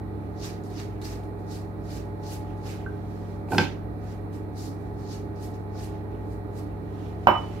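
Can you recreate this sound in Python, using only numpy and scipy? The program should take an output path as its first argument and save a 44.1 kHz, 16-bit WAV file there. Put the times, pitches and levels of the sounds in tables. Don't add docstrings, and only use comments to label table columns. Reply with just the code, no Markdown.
import sys
import numpy as np
from scipy import signal
from scipy.fft import rfft, irfft, next_fast_len
from scipy.io import wavfile
from scipy.ndimage import uniform_filter1d, map_coordinates

SR = 44100
rng = np.random.default_rng(int(sys.argv[2]) if len(sys.argv) > 2 else 0)


def materialize(psi):
    bounded = np.clip(np.atleast_2d(psi).T, -1, 1)
    quanta = np.round(bounded * 32767).astype(np.int16)
    wavfile.write(sys.argv[1], SR, quanta)


def natural_amplitude(level_db):
    exponent = np.asarray(level_db, float) / 20
    return 10 ** exponent


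N = 335149
STFT_HOP, TONE_STEP = 128, 16

# (full pressure [s], rise [s per 20 dB], hold [s], bristle hiss [dB], drag on dough [dB])
FLAT_STROKES = [
    (.44, .065, .015, -44, -3),
    (.787, .085, .012, -50, 1),
    (2.235, .017, .01, -59, -4),
    (2.27, .05, .02, -53, -9),
    (5.125, .11, .005, -49.5, -6),
    (5.362, .02, .04, -65.5, -5),
    (5.78, .07, .02, -56, -3),
]
HALF_RAISED_SWEEPS = [
    (1.05, .035, .012, -49, -2),
    (1.105, .06, .03, -54.5, 1),
    (1.515, .06, .045, -53, -5),
    (1.91, .09, .06, -53.5, -1),
    (2.665, .06, .055, -53, 2),
    (4.1, .13, .02, -62.5, 3),
    (4.58, .035, .08, -51.5, -9),
    (4.99, .045, .05, -65.5, -1),
    (5.54, .03, .01, -65, 0),
]
TIP_STROKES = [(.005, .02, .003, -82, 1), (.637, .01, .045, -65, -6), (.705, .015, .045, -64, -5),
               (1.02, .008, .003, -58, 4), (1.236, .02, .003, -69, -4), (1.4, .04, .003, -73, -4),
               (2.325, .09, .01, -50, -2), (2.575, .03, .003, -72, 2), (4.04, .04, .03, -71, 12),
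               (4.337, .025, .02, -63.5, 3), (4.8, .03, .03, -75, 1), (5.44, .06, .003, -54.5, -3),
               (5.835, .09, .005, -54.5, 0), (6.33, .12, .003, -67, -3), (6.58, .07, .01, -59, -2)]
HAND_SLIDES = [(.252, .2, .003, -77, 6), (.9, .1, .06, -76, 14), (2.42, .1, .1, -72, 10),
               (2.78, .05, .04, -67, 10), (2.93, .1, .08, -73, 2), (3.11, .18, .23, -68, -3),
               (6.12, .1, .12, -80, 14), (4.87, .1, .003, -72, -6), (5.88, .1, .08, -70, 7),
               (6.6, .2, .1, -77, 12), (7.0, .25, .1, -66, 4), (7.24, .15, .01, -69, 5),
               (7.285, .012, .04, -61, 1), (7.4, .2, .2, -63.5, 5)]
BOWL_WIPE = [
    (3.518, .03, .095, -51, 4),
]
RAP_JAR = [
    (3.6, .03, .02, -41, 7),
]

# (release [s per 20 dB], tip band [dB], squeak pitch [Hz], splay [0-1])
STROKE_KIND = (.11, -11, 4750, 1.0)
SWEEP_KIND = (.105, -7, 4750, .7)
TIP_KIND = (.095, -1, 4750, .25)
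SLIDE_KIND = (.13, -8, 3900, .1)
WIPE_KIND = (.04, 0, 4400, .6)
JAR_KIND = (.11, -15, 3900, .01)
TIP_OPENS_DB, DRAG_GROWS_DB, LIFT_S = 4, 5, .03
SQUEAK_HZ_PER_DB = 25

# (time [s], peak [dB], colour [Hz])
BRISTLE_FLICKS = [(0.637, -43, 7080), (1.0161, -36, 3870), (1.0372, -42, 11500), (1.048, -37, 5830),
                  (1.0515, -40, 12000), (3.5835, -34, 6500), (0.4036, -41, 4920), (0.4435, -39, 4060),
                  (1.2351, -48, 3790), (2.2373, -44, 4100), (4.3316, -48, 3040), (4.5695, -46, 4660),
                  (5.3622, -50, 5120)]
# (start [s], length [s], from [Hz], to [Hz], level [dB])
BRISTLE_SQUEALS = [
    (1.017, .018, 3700, 4100, -53),
    (1.04, .022, 4000, 5400, -49),
    (1.062, .022, 5700, 5800, -51),
    (.75, .06, 5400, 4000, -58),
    (3.595, .07, 2500, 2450, -39),
    (3.595, .07, 5000, 4000, -46),
]

# (time [s], peak [dB], sharpness [Hz], worktop thump [dB])
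BOWL_RAPS = [(3.486, -40, 1500, -8), (3.506, -37.5, 990, 11), (3.519, -36, 1800, -5),
             (3.522, -25.5, 1400, 0), (3.527, -32, 1000, 2), (3.533, -23.5, 1200, -5), (3.540, -36, 900, 8),
             (3.548, -28, 1500, 1), (3.556, -33, 1000, 4), (3.564, -36, 1200, 2), (3.572, -42, 1200, 2),
             (3.5814, -22, 6000, -3), (3.5835, -23, 7000, -2), (3.586, -23, 5000, -3),
             (3.590, -27, 3000, 0), (3.596, -26, 2000, -2), (3.612, -38, 1200, 8), (3.618, -36, 4000, 10),
             (3.638, -38, 4000, -5), (3.652, -38, 3500, -8)]
# (time [s], pitch [Hz], level [dB], t60 [s])
BOWL_JOLTS = [(3.486, 800, -34, .04), (3.519, 1510, -25, .05), (3.519, 800, -21, .04),
              (3.526, 750, -22, .07), (3.53, 300, -24, .08), (3.546, 1420, -29, .05),
              (3.548, 180, -20, .09), (3.55, 740, -29, .05), (3.6, 520, -27, .1), (3.561, 380, -25, .06),
              (3.582, 200, -15, .1), (3.588, 900, -19, .06), (3.588, 330, -21, .12), (3.61, 150, -17, .12),
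              (3.608, 350, -24, .08), (3.632, 780, -28, .06)]
# (pitch [Hz], level [dB], t60 [s])
BOWL_MODES = [(490, -4, .06), (606, -7, 0.05), (733, -2, 0.063), (775, 0, .07), (860, -2, 0.055),
              (905, -2, .04), (1060, -13, 0.034), (1300, -9, 0.02), (1520, -7, 0.03), (2500, 1, .02)]
# (pitch [Hz], level [dB], t60 [s])
RIM_MODES = [(1160, -9, .03), (1380, -2, .03), (1545, 0.5, .055)]
# (pitch [Hz], level [dB], t60 [s])
WORKTOP_MODES = [(105, -5, 0.1), (150, -4, 0.15), (176.5, -2, 0.1), (210, -8, .1), (265, -5, 0.095),
                 (300, -1, .1), (383, -4, 0.13)]
# (frequency [Hz], density [dB per Hz])
BOWL_CLACK = [(100, -30), (400, -1), (1500, -6), (2400, 5), (3200, -1), (5000, -2), (6300, -17),
              (15000, -31)]
RIM_TOUCH_S, RIM_RAP_S = 2.862, 3.582
RIM_TOUCH_DB, RIM_RAP_DB = -30.5, -12.5

# (time [s], peak [dB])
BOARD_LANDING = [
    (7.2706, -13.5),
    (7.277, -23),
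    (7.284, -18),
    (7.290, -28),
    (7.300, -32),
    (7.312, -27),
    (7.339, -33),
    (7.357, -32),
    (7.435, -46),
]
# (pitch [Hz], level [dB], t60 [s])
BOARD_MODES = [(225, -19, 0.14), (325, -20, 0.2), (545, -9, .08), (619, -3, 0.1), (728, -3, 0.08),
               (850, 0, 0.1), (950, -5, .08), (1018, -3, 0.07), (1150, -5, 0.06), (1340, -8, 0.03),
               (775, 0, .06), (1981, -24, .15), (2750, -12, .02)]
# (frequency [Hz], density [dB per Hz])
BOARD_CLACK = [(150, -20), (500, -7), (950, 1.5), (1500, -9), (2500, -14), (3500, -29), (5000, -45),
               (15000, -77)]
# (pitch [Hz], level [dB], t60 [s])
UNDER_BOARD_MODES = [(215, -2, .09), (345, 3, .25), (385, -2, .15)]
SETTLE_S, SETTLE_DB = 7.283, -24

# (time [s], level [dB])
DISH_ROCKING = [
    (7.273, -29),
    (7.306, -30),
    (7.319, -41),
    (7.342, -37),
    (7.381, -32),
    (7.395, -38),
    (7.402, -54),
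    (7.44, -50),
    (7.58, -74),
]
DISH_ROCKING_HZ = 2988
# (time [s], pitch [Hz], level [dB], t60 [s])
DISH_JOLTS = [(7.273, 1217, -32, .45), (7.352, 1232, -24, .13), (7.283, 950, -17, .08),
              (7.281, 1330, -22, .04), (7.335, 900, -27, .15), (7.3, 380, -27, .1), (7.298, 1237, -26, .14),
              (7.273, 5292, -55, .45), (7.273, 3962, -52, .22), (7.273, 5728, -63, .3),
              (7.273, 9394, -70, .2), (7.273, 6050, -62, .12), (7.273, 5265, -61, .5),
              (7.273, 5350, -58, .3), (7.273, 2950, -52, .5), (7.273, 8080, -70, .2)]
# (pitch [Hz], level [dB], t60 [s])
DISH_MODES = [(8000, -13, .2), (8400, -12, .1), (10800, -8, .06), (11200, -5, .12), (13240, -11, .15),
              (14100, -5, .15), (14520, 0, .12), (14800, 0, .1), (15070, 5, .14)]
DISH_HIT_S, DISH_HIT_DB = 7.271, -50

# (pitch [Hz], left [dB], right [dB], left lead [rad])
DRONE_TONES = [(69.9, -51, -51, .2), (99.7, -35.3, -39, -.1), (143.5, -56, -54, -.1), (170.8, -49, -42, .6),
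               (213.3, -50.5, -45, -.3), (237, -63, -51.5, -.9), (274.3, -65, -58, -.8),
               (313.7, -54, -46, 0), (330.4, -62, -56, 0), (377, -60, -55, -.4), (406, -50, -46, -.4),
               (434.7, -61, -50.5, -.1), (472, -66, -63, .5), (577.9, -61, -53, -1.1),
               (639, -62, -62, -2.3), (656, -68, -58, -1.1), (700, -68, -63, -2.2), (777, -67, -57, -.7),
               (847, -65, -66, .9), (852.8, -55, -53, .9)]
# (frequency [Hz], density [dB per Hz])
AIR_SPECTRUM = [(25, -74), (38, -73), (85, -69.5), (120, -61.5), (195, -76), (290, -67.5), (460, -69),
                (600, -74), (900, -76), (1500, -84.5), (2900, -100), (6700, -112), (11000, -106),
                (16000, -109)]
# (centre [Hz], width [Hz], lift [dB])
AIR_RESONANCES = [(50.4, 6.2, 16), (57.5, 5.1, 20), (118, 10, 4), (69.3, 6, 19), (289.4, 49, 8.5),
                  (414, 24, 5), (725, 35, 11.5), (853, 34, 3.5), (1246, 85, 3.5), (1904, 90, 8),
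                  (2330, 110, 7), (3030, 480, -4.5), (4100, 640, 8)]
# (frequency [Hz], correlation [-1 to 1])
AIR_LIKENESS = [(60, 0.99), (130, 0.92), (290, 1), (640, 0.25), (1410, -0.38), (3100, -0.052), (6820, -0.3),
                (15000, 0.054)]
# (frequency [Hz], left minus right [dB])
PORT_TILT = [(60, -1.5), (110, 0), (200, -4), (280, -10), (380, -9.5), (700, -0.5), (1290, -7),
             (2380, -7.0), (4400, -2.5), (8120, 4), (15000, -4)]
# (frequency [Hz], t60 [s])
ROOM_DECAY = [(100, 0.48), (500, 0.37), (2000, 0.32), (5000, 0.24), (9000, 0.19), (15000, 0.14)]
BOWL_LAG, BOARD_LAG = 1, 9


def brush(slips_per_s, slip_share, squeak_db, squeak_width_hz, patchy_db):
    slips = (rng.random(N) < slips_per_s / SR) * rng.exponential(1, N) * np.sqrt(SR / slips_per_s / 2)
    slip_power = uniform_filter1d(slips, size=24) ** 2 * 8
    grain = np.sqrt(1 - slip_share + slip_share * slip_power)
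    hz, s, frames = signal.stft(grain * rng.standard_normal((2, N)), SR, nperseg=2 * STFT_HOP)
    hiss_db, tip_db, drag_db, squeak_hz, low_down = contact(s)
    hz = hz[:, None]

    drag_share = np.clip((3900 - hz) / 1300, 0, 1)
    tip_share = np.clip((hz - 6000) / 2500, 0, 1)
    bass_loss_db = 12 * np.clip(1 - hz / 1500, 0, 1) ** 2
    shape_db = drag_share * (drag_db + 4 - bass_loss_db)
    shape_db = shape_db + tip_share * (tip_db - 2.5 - 0.99 * (hz - 11000) / 1000)
    shape_db = shape_db + squeak_db / (1 + (2 * (hz - squeak_hz) / squeak_width_hz) ** 2)
    shape_db = shape_db + 4.3 / (1 + ((hz - 11800) / 1500) ** 2)
    shape_db = shape_db - 4 * low_down / (1 + ((hz - 3250) / 300) ** 2)

    patches = uniform_filter1d(rng.standard_normal(shape_db.shape), size=5, axis=0)
    patches = uniform_filter1d(patches, size=5, axis=1) * 5
    level_db = hiss_db + shape_db + patchy_db * patches + 7.5
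    tilt_db = 0.48 * at_hz(PORT_TILT, hz) * [[[1]], [[-1]]]
    return signal.istft(frames * natural_amplitude(level_db + tilt_db), SR, nperseg=2 * STFT_HOP)[1][:, :N]


def contact(s):
    kinds = [(FLAT_STROKES, STROKE_KIND), (HALF_RAISED_SWEEPS, SWEEP_KIND), (TIP_STROKES, TIP_KIND),
             (HAND_SLIDES, SLIDE_KIND), (BOWL_WIPE, WIPE_KIND), (RAP_JAR, JAR_KIND)]
    rows = np.array([row + kind for table, kind in kinds for row in table])
    full_s, rise_s, hold_s, peak_db, drag_db, release_s, tip_db, squeak_hz, splays = rows.T[:, :, None]
    late_s = s - full_s
    rising = np.maximum(-late_s, 0) / rise_s
    releasing = np.maximum(late_s - hold_s, 0) / release_s
    level_db = peak_db - 20 * (rising + releasing)
    power = natural_amplitude(2 * level_db) + 1e-30
    total = power.sum(axis=0)
    share = power / total

    splay = splays * np.clip(late_s / (hold_s + LIFT_S), -.5, 1)
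    tip_db = tip_db + TIP_OPENS_DB * splay
    drag_db = drag_db + DRAG_GROWS_DB * (splay - .5)
    squeak_hz = squeak_hz + SQUEAK_HZ_PER_DB * np.clip(level_db + 55, -30, 10)
    low_down = np.clip(4 * splays - .4, 0, 1)
    blended = [np.sum(share * colour, axis=0) for colour in (tip_db, drag_db, squeak_hz, low_down)]
    return 10 * np.log10(total), *blended


def flicks(length_s):
    size = 300
    out, t = np.zeros((2, N)), np.arange(size) / SR
    noise = rng.standard_normal((len(BRISTLE_FLICKS), 2, size))
    for (s, peak_db, hz), burst in zip(BRISTLE_FLICKS, noise):
        click = (0.96 * np.sin(2 * np.pi * hz * t) + 0.81 * burst) * np.exp(-t / length_s)
        start = round(s * SR)
        out[:, start:start + size] += natural_amplitude(peak_db - 4.0) * click
    return out


def squeals(width_hz):
    size = SR // 8
    out, t = np.zeros((2, N)), np.arange(size) / SR
    lowpass = signal.butter(2, width_hz / 2, fs=SR, output="sos")
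    noise = signal.sosfilt(lowpass, rng.standard_normal((len(BRISTLE_SQUEALS), 2, 2, size)))
    for (s, length_s, from_hz, to_hz, db), (a, b) in zip(BRISTLE_SQUEALS, noise):
        done = np.clip(t / length_s, 0, 1)
        phase = 2 * np.pi * np.cumsum(from_hz + (to_hz - from_hz) * done) / SR
        band = (a * np.sin(phase) + b * np.cos(phase)) / a.std()
        swell = np.sqrt(np.abs(np.sin(np.pi * done)))
        start = round(s * SR)
        out[:, start:start + size] += natural_amplitude(db) * swell * band
    return out


def bowl_raps():
    s, peak_db, sharp_hz, thump_db = np.transpose(BOWL_RAPS)
    bowl = strike(s, peak_db, BOWL_MODES, sharp_hz, spread_db=3.0)
    thump = strike(s + 0.00187, peak_db + thump_db, WORKTOP_MODES, sharp_hz, spread_db=2.5)
    ring = natural_amplitude(-1.5) * (bowl + thump) + jolted(BOWL_JOLTS, rise_s=.003)
    clack_db = peak_db + 3.0 + 11 * np.log2(sharp_hz / 5000)
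    return ring, clack(s, clack_db, BOWL_CLACK, t60_s=0.02)


def rim_touches():
    return strike([RIM_TOUCH_S, RIM_RAP_S], [RIM_TOUCH_DB, RIM_RAP_DB], RIM_MODES, [9000, 9000],
                  spread_db=0.5, rise_s=0.0011)


def board():
    s, peak_db = np.transpose(BOARD_LANDING)
    ring = strike(s, peak_db, BOARD_MODES, 6000 + 0 * s, spread_db=2.2)
    return ring + clack(s, peak_db + 4, BOARD_CLACK, t60_s=0.065)


def board_settle():
    return strike([SETTLE_S], [SETTLE_DB], UNDER_BOARD_MODES, [6000], spread_db=.6, rise_s=.004)


def dish():
    t = np.arange(N) / SR
    when_s, swell_db = np.transpose(DISH_ROCKING)
    onset = np.clip((t - when_s[0]) / 0.0048, 0, 1)
    rocking = onset * natural_amplitude(np.interp(t, when_s, swell_db)) * np.sin(2 * np.pi * DISH_ROCKING_HZ * t)
    bright = strike([DISH_HIT_S], [DISH_HIT_DB], DISH_MODES, [30000], spread_db=2, rise_s=.002)
    return rocking + jolted(DISH_JOLTS, rise_s=.004) + bright


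def strike(times_s, peaks_db, modes, sharp_hz, spread_db, rise_s=0.00028):
    out, t = np.zeros(N), np.arange(SR // 3) / SR
    hz, db, t60_s = np.array(modes).T[:, :, None]
    rings = natural_amplitude(db - 60 * t / t60_s) * np.sin(2 * np.pi * hz * t) * (1 - np.exp(-t / rise_s))
    luck = rng.standard_normal((len(times_s), 2, len(modes)))
    for s, peak_db, cut_hz, (size, sign) in zip(times_s, peaks_db, sharp_hz, luck):
        softness = np.hypot(1, (hz[:, 0] / cut_hz) ** 2)
        weights = natural_amplitude(peak_db + spread_db * size) * np.sign(sign) / softness
        start = round(s * SR)
        out[start:start + len(t)] += (weights @ rings)[:N - start]
    return out


def jolted(rows, rise_s):
    out, t = np.zeros(N + SR), np.arange(SR // 2) / SR
    for s, hz, db, t60_s in rows:
        envelope = np.clip(t / rise_s, 0, 1) * natural_amplitude(db - 60 * t / t60_s)
        start = round(s * SR)
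        out[start:start + len(t)] += envelope * np.sin(2 * np.pi * hz * t)
    return out[:N]


def clack(times_s, peaks_db, colour, t60_s):
    out, t = np.zeros(N), np.arange(SR // 5) / SR
    bins_hz = np.arange(len(t) // 2 + 1) * 5
    noise = irfft(rfft(rng.standard_normal((len(times_s), len(t)))) * natural_amplitude(at_hz(colour, bins_hz)))
    for s, peak_db, burst in zip(times_s, peaks_db, noise):
        envelope = natural_amplitude(peak_db - 60 * t / t60_s) * (1 - np.exp(-t / 0.00034))
        start = round(s * SR)
        out[start:start + len(t)] += (envelope * burst / burst.std())[:N - start]
    return out


def ports(x, pan_db, lag):
    return np.array([np.roll(x, lag), x]) * natural_amplitude(np.array([[-pan_db], [pan_db]]))


def drone_tones(wobble_db, sway_rad):
    size = N // TONE_STEP + 1
    hz, left_db, right_db, lead_rad = np.array(DRONE_TONES).T[:, :, None]
    loose = np.sqrt(hz / 400)
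    phase = 2 * np.pi * (hz * np.arange(size) * TONE_STEP / SR + rng.random(hz.shape))
    phase = phase + sway_rad * loose * drift(3.0, count=len(hz), size=size)
    swell = np.sqrt(2) * natural_amplitude(wobble_db * loose * drift(2.532, count=len(hz), size=size))
    left = np.sum(swell * natural_amplitude(left_db) * np.sin(phase + lead_rad), axis=0)
    right = np.sum(swell * natural_amplitude(right_db) * np.sin(phase), axis=0)
    return signal.resample_poly([left, right], TONE_STEP, 1, axis=1)[:, :N]


def drift(rate_hz, count, size):
    knots = rng.standard_normal((count, 60))
    steps = np.arange(size) * TONE_STEP / SR * rate_hz
    return np.array([map_coordinates(row, [steps], order=3) for row in knots])


def air_noise():
    size = next_fast_len(N)
    hz = np.arange(size // 2 + 1) * SR / size
    lifts_db = sum(lift_db / (1 + (2 * (hz - f) / w) ** 2) for f, w, lift_db in AIR_RESONANCES)
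    level_db = at_hz(AIR_SPECTRUM, hz) + lifts_db
    mid, side = rfft(rng.standard_normal((2, size)))
    alike = np.clip(at_hz(AIR_LIKENESS, hz), -1, 1)
    pair = np.sqrt(1 + alike) * mid + np.sqrt(1 - alike) * side * [[1], [-1]]
    tilt_db = at_hz(PORT_TILT, hz) / 2 * [[1], [-1]]
    return irfft(pair * natural_amplitude(level_db + tilt_db) * np.sqrt(SR / 8), size)[:, :N]


def kitchen(x, gap_s):
    window = dict(nperseg=8 * STFT_HOP, noverlap=7 * STFT_HOP)
    hz, s, frames = signal.stft(rng.standard_normal((2, SR // 2)), SR, **window)
    decay = natural_amplitude(-60 * s / at_hz(ROOM_DECAY, hz)[:, None])
    tail = signal.istft(frames * decay, SR, **window)[1]
    tail[1] = 0.27 * tail[0] + 1.0 * tail[1]
    tail = tail * np.clip(np.arange(tail.shape[1]) / SR / gap_s - 1, 0, 1)
    return signal.oaconvolve(x[None], tail, axes=1)[:, :N] / np.sqrt(np.sum(tail ** 2) / 2)


def at_hz(points, hz):
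    table = np.array(points, float)
    return np.interp(np.log(np.maximum(hz, 1)), np.log(table[:, 0]), table[:, 1])


def scene():
    strokes = brush(slips_per_s=1100, slip_share=0.18, squeak_db=4.5, squeak_width_hz=2300, patchy_db=1.5)
    bristles = strokes + flicks(length_s=.0008) + squeals(width_hz=500)

    raps, crack = bowl_raps()
    touch, thud, chime = rim_touches(), board(), dish()
    knocks = ports(raps + touch, pan_db=1.4, lag=BOWL_LAG) + ports(crack, pan_db=.6, lag=BOWL_LAG)
    knocks = knocks + ports(thud, pan_db=2.0, lag=BOARD_LAG) + chime * natural_amplitude([[-1.5], [1.5]])
    settle = ports(board_settle(), pan_db=2.2, lag=BOARD_LAG)

    to_room = natural_amplitude(-8) * touch + natural_amplitude(-11) * raps + natural_amplitude(-8.5) * crack + natural_amplitude(-7.5) * thud + natural_amplitude(-14) * chime
    room = kitchen(to_room, gap_s=0.0022) * natural_amplitude([[-1.1], [1.1]])
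    drone = drone_tones(wobble_db=1.8, sway_rad=0.6) + air_noise()
    return bristles + knocks + settle + room + drone


def roll_off(x):
    return signal.sosfilt(signal.butter(12, 15800, fs=SR, output="sos"), x)


def record(dry):
    bass_cut = signal.butter(2, 35, "high", fs=SR, output="sos")
    top_cut = signal.ellip(12, .5, 70, 15760, fs=SR, output="sos")
    mix = signal.sosfilt(top_cut, signal.sosfilt(bass_cut, dry))
    return roll_off(mix)


dry = scene()
out = record(dry)
materialize(out)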